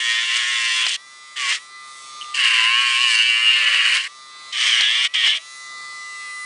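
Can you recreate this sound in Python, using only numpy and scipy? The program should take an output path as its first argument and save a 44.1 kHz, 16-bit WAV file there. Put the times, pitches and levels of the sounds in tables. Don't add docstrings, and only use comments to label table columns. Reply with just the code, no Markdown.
import sys
import numpy as np
from scipy import signal
from scipy.fft import rfft, irfft, next_fast_len
from scipy.io import wavfile
from scipy.ndimage import uniform_filter1d, map_coordinates

SR = 44100
rng = np.random.default_rng(int(sys.argv[2]) if len(sys.argv) > 2 else 0)


def transcribe(signal):
    frames = np.atleast_2d(signal).T
    limited = np.clip(frames, -1, 1)
    pcm = np.round(limited * 32767).astype(np.int16)
    wavfile.write(sys.argv[1], SR, pcm)


def amplitude_ratio(level_db):
    exponent = np.asarray(level_db, float) / 20
    return 10 ** exponent


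N = 284445

# time in seconds, pressure in dB, slip off the
# ringing seat in dB, sharp grit reaching the nail in dB, share of the scrape that repeats each turn (0-1).
SIDE_STROKES = [
    [(0.0, -22, -5.5, -9, 0.95), (0.12, -19, -4.5, -8, 0.99), (0.28, -22, -5.0, -9.5, 0.84),
     (0.355, -17.5, -5.5, -7.5, 0.7), (0.42, -21, -3.5, -8.5, 0.83), (0.79, -19, -5, -6.5, 1),
     (0.85, -18.5, -7, -7.5, 0.27), (0.89, -21.5, -8.5, -7, 0), (0.962, -23.5, -9.5, -6.5, 0.1)],
    [(1.36, -32, -2, -8.5, 0.4), (1.368, -25, -3.5, -8, 0.4), (1.41, -24, -3.5, -8.0, 0.7),
     (1.47, -20.5, -2.5, -6.5, 0.8), (1.524, -17.0, -3.5, -6.5, 0.2), (1.556, -25, -5.5, -3.5, 0.2),
     (1.585, -35.5, -1, -5.5, 0.1)],
]
TIP_STROKES = [
    [(2.342, -22, -8.0, -5.5, 0.51), (2.37, -22, -4.5, -8, 0.54), (2.418, -15, -4.5, -11.5, 0.54),
     (2.6, -16, -3.0, -12, 0.66), (2.7, -17.0, -4.5, -13, 1), (2.92, -18.0, -6.5, -10, 0.81),
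     (3.02, -17.0, -9.5, -10, 0.87), (3.09, -16.0, -7, -9.5, 0.92), (3.16, -16.0, -7.5, -5, 1)],
    [(3.165, -16.5, -7.5, -7, 0.95), (3.24, -14.5, -10.5, -14, 0.98), (3.42, -17.5, -5.5, -14.0, 0.95),
     (3.46, -15, -8.5, -16, 0.91), (3.62, -15.5, -4.5, -14.0, 0.86), (3.65, -16.0, -3, -14.0, 0.63),
     (3.965, -16.0, -3, -9.5, 0.5), (4.02, -25.0, -5.5, -9.5, 0.5), (4.075, -28.0, 0, -7, 0.75)],
]
EDGE_STROKES = [
    [(4.525, -26.5, -11, -4, 0.5), (4.54, -24.5, -6.5, -8.0, 0.53), (4.645, -15.5, -5.5, -7.5, 0.44),
     (4.77, -15.5, -6, -10.5, 0.94), (4.812, -15.0, -4.5, -12.5, 0.33), (4.845, -14.5, -12.5, -14.5, 0.86),
     (4.94, -18.0, -6.5, -12.5, 0.79), (5.055, -16.0, -6, -9.5, 0.84), (5.072, -21, -8, -9.5, 0.77)],
    [(5.14, -17, -13, -9.5, 0.5), (5.148, -17.5, -7, -12.5, 0.7), (5.23, -17.5, -9.5, -15, 0.82),
     (5.272, -12.0, -5.5, -10.5, 0.22), (5.302, -15.5, -14.5, -14, 0.74), (5.34, -18.5, -6.5, -15, 0.49),
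     (5.374, -24.0, -11, -8.5, 0.33), (5.382, -24.5, -8, -20.5, 0.3)],
]
# frequency in Hz, level in dB per Hz.
SIDE_BODY = [(18, -78), (30, -62), (276, -44.5), (344, -42), (408, -36.5), (890, -35), (1030, -21),
             (1640, -12), (1900, -4.5), (2540, -7), (2800, 0), (3320, -2), (3850, -9), (8810, -17.5),
             (10200, -28), (13300, -73), (22000, -120)]
TIP_BODY = [(18, -99), (30, -75), (398, -48.5), (574, -43), (958, -42.5), (1060, -24.5), (1310, -28.5),
            (1760, -15.5), (2540, -13.5), (2870, 0.5), (3490, -21), (4450, -15), (5680, -26), (8600, -25.5),
            (10200, -34), (13300, -68), (22000, -120)]
EDGE_BODY = [(18, -77), (30, -54), (169, -63), (912, -38), (1110, -17), (1450, -22), (1810, -8), (2300, -3),
             (2540, -9.5), (3160, 3), (3850, -8.5), (5540, -10), (7250, -19), (8390, -15.5), (10200, -30),
             (13300, -67), (22000, -120)]
# order in cycles per turn, level in dB over the ring.
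SIDE_SONG = [
    [(16, -5), (24, -13), (29, -7), (20, -16), (15, -12), (9, -27.5)],
    [(15, -5), (9, -6), (24, -10)],
]
TIP_SONG = [
    [(24, -9.5), (25, -11.5), (20, -9), (9, -28.5), (15, -22.5), (19, -10.5)],
    [(24, -4.5), (25, -6), (20, -13), (13, -18), (15, -17), (23, -13)],
]
EDGE_SONG = [
    [(26, -5), (18, -13.5), (15, -14.5)],
    [(26, -7.5), (15, -10)],
]
# time in seconds, speed in turns per second.
SIDE_SHAFT = [
    [(0, 117.6), (.09, 115.9), (.32, 117), (.38, 121.9), (.43, 119.2), (.49, 120.8), (.65, 116.7),
     (.86, 114.5), (.975, 128)],
    [(1.355, 133.6), (1.42, 127.3), (1.47, 120.9), (1.52, 124.7), (1.58, 127.3)],
]
TIP_SHAFT = [
    [(2.335, 133.6), (2.39, 128.5), (2.43, 120.6), (2.51, 115.9), (2.62, 112.6), (2.8, 122.4),
     (2.96, 117.8), (3.02, 123.3), (3.14, 113.5)],
    [(3.15, 114.2), (3.23, 115.5), (3.32, 114.5), (3.59, 118.5), (3.65, 115.5), (3.92, 111.7),
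     (3.95, 115.5), (4.02, 119.3), (4.085, 128.9)],
]
EDGE_SHAFT = [
    [(4.515, 133.4), (4.58, 129.6), (4.71, 118.8), (4.78, 109.6), (4.87, 112), (4.96, 123.6), (5.06, 125.3),
     (5.08, 127.9)],
    [(5.135, 131.9), (5.19, 124.9), (5.23, 124), (5.3, 115.5), (5.39, 128.5)],
]
# time in seconds, peak level in dB.
SNAGS = [
    (0.866, 1),
    (1.524, -6),
    (3.744, -7.5),
    (3.969, -1.5),
    (4.809, 1),
    (5.274, -5.5),
]
# frequency in Hz, level in dB.
KNOCK = [(100, -43), (500, -24), (1200, -10), (2000, -4), (3000, 2), (4500, -7), (7000, -16), (10200, -31)]
# time in seconds, peak level in dB, ring in Hz.
GRAZES = [
    (2.2119, -25, 3000),
    (2.219, -25, 2996),
    (2.226, -28.5, 2977),
    (2.244, -35.5, 2790),
    (2.2584, -49, 2810),
]
# order in cycles per turn, level in dB over the whirr.
FLANKS = [(7, -23), (8, -12.5), (10, -7.5), (11, -21.5), (14, -22), (16, -23), (18, -19), (26, -13),
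          (27, -9.5), (30, -9), (33, -13), (36, -13), (42, -18.5), (43, -18.5), (45, -19.5), (48, -16.5),
          (54, -20.5), (60, -15), (72, -21.5)]
# time in seconds, nearness in dB, strong orders in dB over the whirr,
# turn from the 9th to the 15th order in dB, uncovering of the top in dB.
HOLD = [(1.0, 0.5, -2.5, 4, -2.5), (1.35, -2, 1.5, 1.5, 1.5), (1.62, 2, -0.5, 4.5, 2.5),
        (1.68, 0, -0.5, 0, 1), (1.76, 0, 6, 2.5, -2), (1.91, 0, 3, -3, 2), (1.97, 0, 1, 2.5, 2),
        (2.14, 1, -2.5, -7, 1), (2.33, 1, 3, -6.5, -2), (4.2, 0, 0, -2.5, -1.5), (4.36, 2.5, -3, -1, -5.5),
        (4.5, 3, -3, 1.5, -3.5), (5.1, -1.5, 2, 6, -4.5), (5.42, 1.5, -3.5, 4, 2), (5.57, 1.5, 1, 4.5, 4.5),
        (5.74, 2, 5, 2.5, -2), (6.15, -0.5, 6.5, 4, 1.5), (6.43, -0.5, 8, 4, 3.5)]
# frequency in Hz, level in dB.
CASING = [(200, -56.5), (900, -19), (1300, -14.5), (1600, -2), (2300, -4), (3000, -8), (3700, 0.5),
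          (6000, -0.5), (10000, -4), (12000, -28)]
# frequency in Hz, level in dB per Hz.
AIR = [(18, -89.5), (30, -31), (981, -18), (1190, -11.5), (1760, -30.5), (1990, -21.5), (2250, -16),
       (2480, -29), (2940, -29), (3570, -18.5), (10200, -17), (13300, -61), (22000, -120)]
# order in cycles per turn, start in seconds, end
# in seconds, level in dB.
LOW_ORDERS = [
    (3, -.1, .3, -62.5),
    (9, 2.55, 3.08, -33.5),
    (9, .2, .86, -40),
    (5, 3.2, 3.97, -55.5),
    (5, 5.27, 5.39, -55),
]

FREE_HZ, SPIN_UP_S = 133.6, 0.04
WHIRR_DB, DUCK_DB, RECOVER_S = -43.5, 7, 0.48
TOUCH_S = 0.006
STEPS = 384


def grinding(turns, grit, contacts, body, songs, lump_db, jolt_db, thud_base_db):
    pressure_db, slip_db, fizz_db, repeated = curves(np.concatenate(contacts))
    touches = [gate(c[0][0] + TOUCH_S / 2, c[-1][0], TOUCH_S, TOUCH_S) for c in contacts]
    high_spot = np.cos(2 * np.pi * (turns + 0.14 * wobble(5.2)))
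    share = np.clip(repeated, 0, 1)

    chip_db = jolt_db * wobble(45) + 3.7 * rng.standard_normal(N)
    chips = unit(amplitude_ratio(chip_db) * rng.standard_normal(N))
    scrape = np.sqrt(share) * grit + np.sqrt(1 - share) * chips
    dust = amplitude_ratio(1.25 * high_spot) * (scrape + 0.45 * chips)
    layers = np.array([chips + 3.2 * scrape, scrape, scrape, dust])
    bite = amplitude_ratio(lump_db * (0.5 + share ** 2) * high_spot)
    bands = split(bite * layers, body, edges_hz=[900, 2500, 3700])

    ring_db = 10 * np.log10(np.clip(1 - amplitude_ratio(slip_db) ** 2 - amplitude_ratio(fizz_db) ** 2, 0.1, 1))
    sung = np.zeros(N)
    song_tone = np.zeros(N)
    for touch, song in zip(touches, songs):
        for k, db in song:
            sung += touch * amplitude_ratio(2 * db)
            level = touch * amplitude_ratio(db + 2.6 * wobble(9))
            phase = 2 * np.pi * k * (turns + 0.0076 * wobble(30))
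            song_tone += level * np.sqrt(2) * np.cos(phase)
    left_db = 10 * np.log10(np.clip(1 - 0.7 * share ** 4 * sung, 0.2, 1))
    singing = share ** 2 * amplitude_ratio(ring_db) * song_tone

    thud_db = thud_base_db + 0.45 * slip_db + 6 * (1 - share)
    sputter_db = 2.2 * (1.3 - share) * wobble(85)
    levels_db = [thud_db, slip_db, ring_db + left_db, fizz_db + sputter_db]
    scraping = 0.84 * sum(amplitude_ratio(db) * steady(band) for db, band in zip(levels_db, bands))
    return amplitude_ratio(pressure_db) * (np.minimum(sum(touches), 1) * scraping + singing)


def snags():
    out, t = np.zeros(N), np.arange(600) / SR
    for s, db in SNAGS:
        out[round(s * SR):][:len(t)] += amplitude_ratio(db - 1.0 - 60 * t / 0.025) * rng.standard_normal(len(t))
    return filtered(out, lambda hz: amplitude_ratio(along(KNOCK, hz)))


def grazes():
    out, t = np.zeros(N), np.arange(400) / SR
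    blip = amplitude_ratio(-60 * t / 0.009) * (1 - np.exp(-t / 0.0012))
    for s, db, hz in GRAZES:
        ring = np.sin(2 * np.pi * hz * t) + 0.15 * np.diff(rng.standard_normal(len(t) + 1))
        out[round(s * SR):][:len(t)] += amplitude_ratio(db + 15.5) * blip * ring
    return out


def shaft():
    t, speed_hz = np.arange(N) / SR, np.zeros(N)
    for stroke in SIDE_SHAFT + TIP_SHAFT + EDGE_SHAFT:
        lag = np.exp(-np.maximum(t - stroke[-1][0], 0) / SPIN_UP_S)
        sagging_hz = FREE_HZ - (FREE_HZ - curves(stroke)[0]) * lag
        speed_hz = np.where((t >= stroke[0][0]) | (speed_hz == 0), sagging_hz, speed_hz)
    return speed_hz


def motor(turns, speed_hz):
    near_db, strong_db, turn_db, shading_db = curves(HOLD)
    free_s = since_contact()
    whirr_db = WHIRR_DB + near_db - DUCK_DB * np.exp(-free_s / RECOVER_S)
    vent_db = -6.5 + 10 * np.exp(-free_s / 0.036) + 2.9 * wobble(4)
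    upper_db = -7.5 + 0.5 * shading_db + 1.6 * wobble(5)
    top_db = -5 + shading_db + 1.0 * wobble(5.03)
    orders = whine(turns, speed_hz, near_db, strong_db, turn_db, upper_db, top_db)

    whirr = revolving(turns, likeness=0.96, spiky_db=5)
    whirr = unit(filtered(whirr, lambda hz: amplitude_ratio(along(CASING, hz))))
    bands = split(whirr + 0.73 * unit(fan_hiss()), [(1, 0)], edges_hz=[2200, 3300, 5200, 7000])
    levels_db = [-8, vent_db, -3, upper_db, top_db]
    casing = sum(amplitude_ratio(db) * band for db, band in zip(levels_db, bands))
    return amplitude_ratio(whirr_db) * (orders + casing)


def whine(turns, speed_hz, near_db, strong_db, turn_db, upper_db, top_db):
    strong = amplitude_ratio(-turn_db) * order(turns, 9) + amplitude_ratio(turn_db) * order(turns, 15)
    out = amplitude_ratio(strong_db) * strong
    load_db = 0.58 * np.minimum(speed_hz - 132.5, 0)
    beam_db = 2.2 * np.maximum(strong_db + turn_db - 8, 0)
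    for k, db in FLANKS:
        level_db = db + load_db + 2.5 * wobble(1.85)
        if k > 52:
            level_db = level_db + top_db + 8
        elif k > 38:
            level_db = level_db + upper_db + 8
        if k in (26, 27, 30):
            level_db = level_db + 1.3 * near_db
        if k in (42, 43, 72):
            level_db = level_db + beam_db
        out += amplitude_ratio(level_db) * order(turns, k)
    return out


def low_orders(turns):
    out = np.zeros(N)
    for k, start_s, end_s, db in LOW_ORDERS:
        swell_s = 0.21 * (end_s - start_s)
        pressed = gate(start_s + swell_s, end_s, swell_s, 0.03)
        out += amplitude_ratio(db + 1.5 * wobble(11)) * pressed * order(turns, k)
    return out


def fan_hiss():
    return amplitude_ratio(0.88 * wobble(5.3)) * filtered(rng.standard_normal(N), lambda hz: amplitude_ratio(along(AIR, hz)))


def since_contact():
    t = np.arange(N) / SR
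    strokes = SIDE_STROKES + TIP_STROKES + EDGE_STROKES
    touching = sum(gate(c[0][0], c[-1][0], TOUCH_S, TOUCH_S) for c in strokes) > 0
    return t - np.maximum.accumulate(t * touching)


def order(turns, k):
    return np.sqrt(2) * np.sin(2 * np.pi * (k * turns + rng.random()))


def revolving(turns, likeness, spiky_db):
    spikes = amplitude_ratio(spiky_db * rng.standard_normal((900, STEPS)))
    fresh = rng.standard_normal((900, STEPS)) * spikes
    keep = min(likeness, 0.995)
    fresh[1:] *= np.sqrt(1 - keep ** 2)
    pattern = signal.lfilter([1], [1, -keep], fresh, axis=0)
    return unit(map_coordinates(pattern.ravel(), [turns * STEPS]))


def split(x, spectrum, edges_hz):
    def response(hz):
        steps = [1 + 0 * hz] + [above(hz, edge) for edge in edges_hz] + [0 * hz]
        return -amplitude_ratio(along(spectrum, hz)) * np.diff(steps, axis=0)
    return [unit(band) for band in filtered(x, response)]


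def above(hz, edge_hz):
    return 1 / (1 + (edge_hz / (hz + 1)) ** 16)


def filtered(x, response):
    m = next_fast_len(N + 8192)
    return irfft(rfft(x, m) * response(np.fft.rfftfreq(m, 1 / SR)), m)[..., :N]


def along(points, hz):
    f, v = np.transpose(points)
    return np.interp(np.log(hz + 1), np.log(f + 1), v)


def curves(rows):
    s, *cols = np.transpose(rows)
    return [np.interp(np.arange(N) / SR, s, c) for c in cols]


def wobble(rate):
    coarse = np.arange(0, N + 32, 32)
    knots = rng.standard_normal(N // 100)
    return np.interp(np.arange(N), coarse, map_coordinates(knots, [coarse * rate / SR]))


def gate(start_s, end_s, rise_s, fall_s):
    t = np.arange(N) / SR
    return np.clip(np.minimum((t - start_s) / rise_s, (end_s - t) / fall_s) + 1, 0, 1)


def steady(x, size=3500):
    return x / np.sqrt(np.abs(uniform_filter1d(x ** 2, size)) + 1e-9)


def unit(x):
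    return x / np.sqrt(np.mean(x ** 2) + 1e-20)


def scene():
    speed_hz = shaft()
    turns = np.cumsum(speed_hz * (1 + 0.00043 * wobble(25.04))) / SR
    grit = revolving(turns, likeness=0.918, spiky_db=5.5)
    side = grinding(turns, grit, SIDE_STROKES, SIDE_BODY, SIDE_SONG, lump_db=0.6, jolt_db=1.0, thud_base_db=-34.5)
    tip = grinding(turns, grit, TIP_STROKES, TIP_BODY, TIP_SONG, lump_db=1.0, jolt_db=1.5, thud_base_db=-38)
    edge = grinding(turns, grit, EDGE_STROKES, EDGE_BODY, EDGE_SONG, lump_db=0.5, jolt_db=1.0, thud_base_db=-34.5)
    nail = side + tip + edge + snags() + grazes()
    return (nail + motor(turns, speed_hz) + low_orders(turns))[None]


def top_cut(x):
    return signal.sosfilt(signal.butter(12, 11100, fs=SR, output="sos"), x)


def record(dry):
    rounded = dry / (1 + np.abs(dry / 0.68) ** 5) ** (1 / 5)
    onset = np.minimum(np.arange(N) / 60, 1)
    passed = filtered(rounded, lambda hz: (hz < 10130) / np.sqrt(1 + (30 / (hz + 1)) ** 2))
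    return top_cut(onset * passed)


dry = scene()
out = record(dry)
transcribe(out)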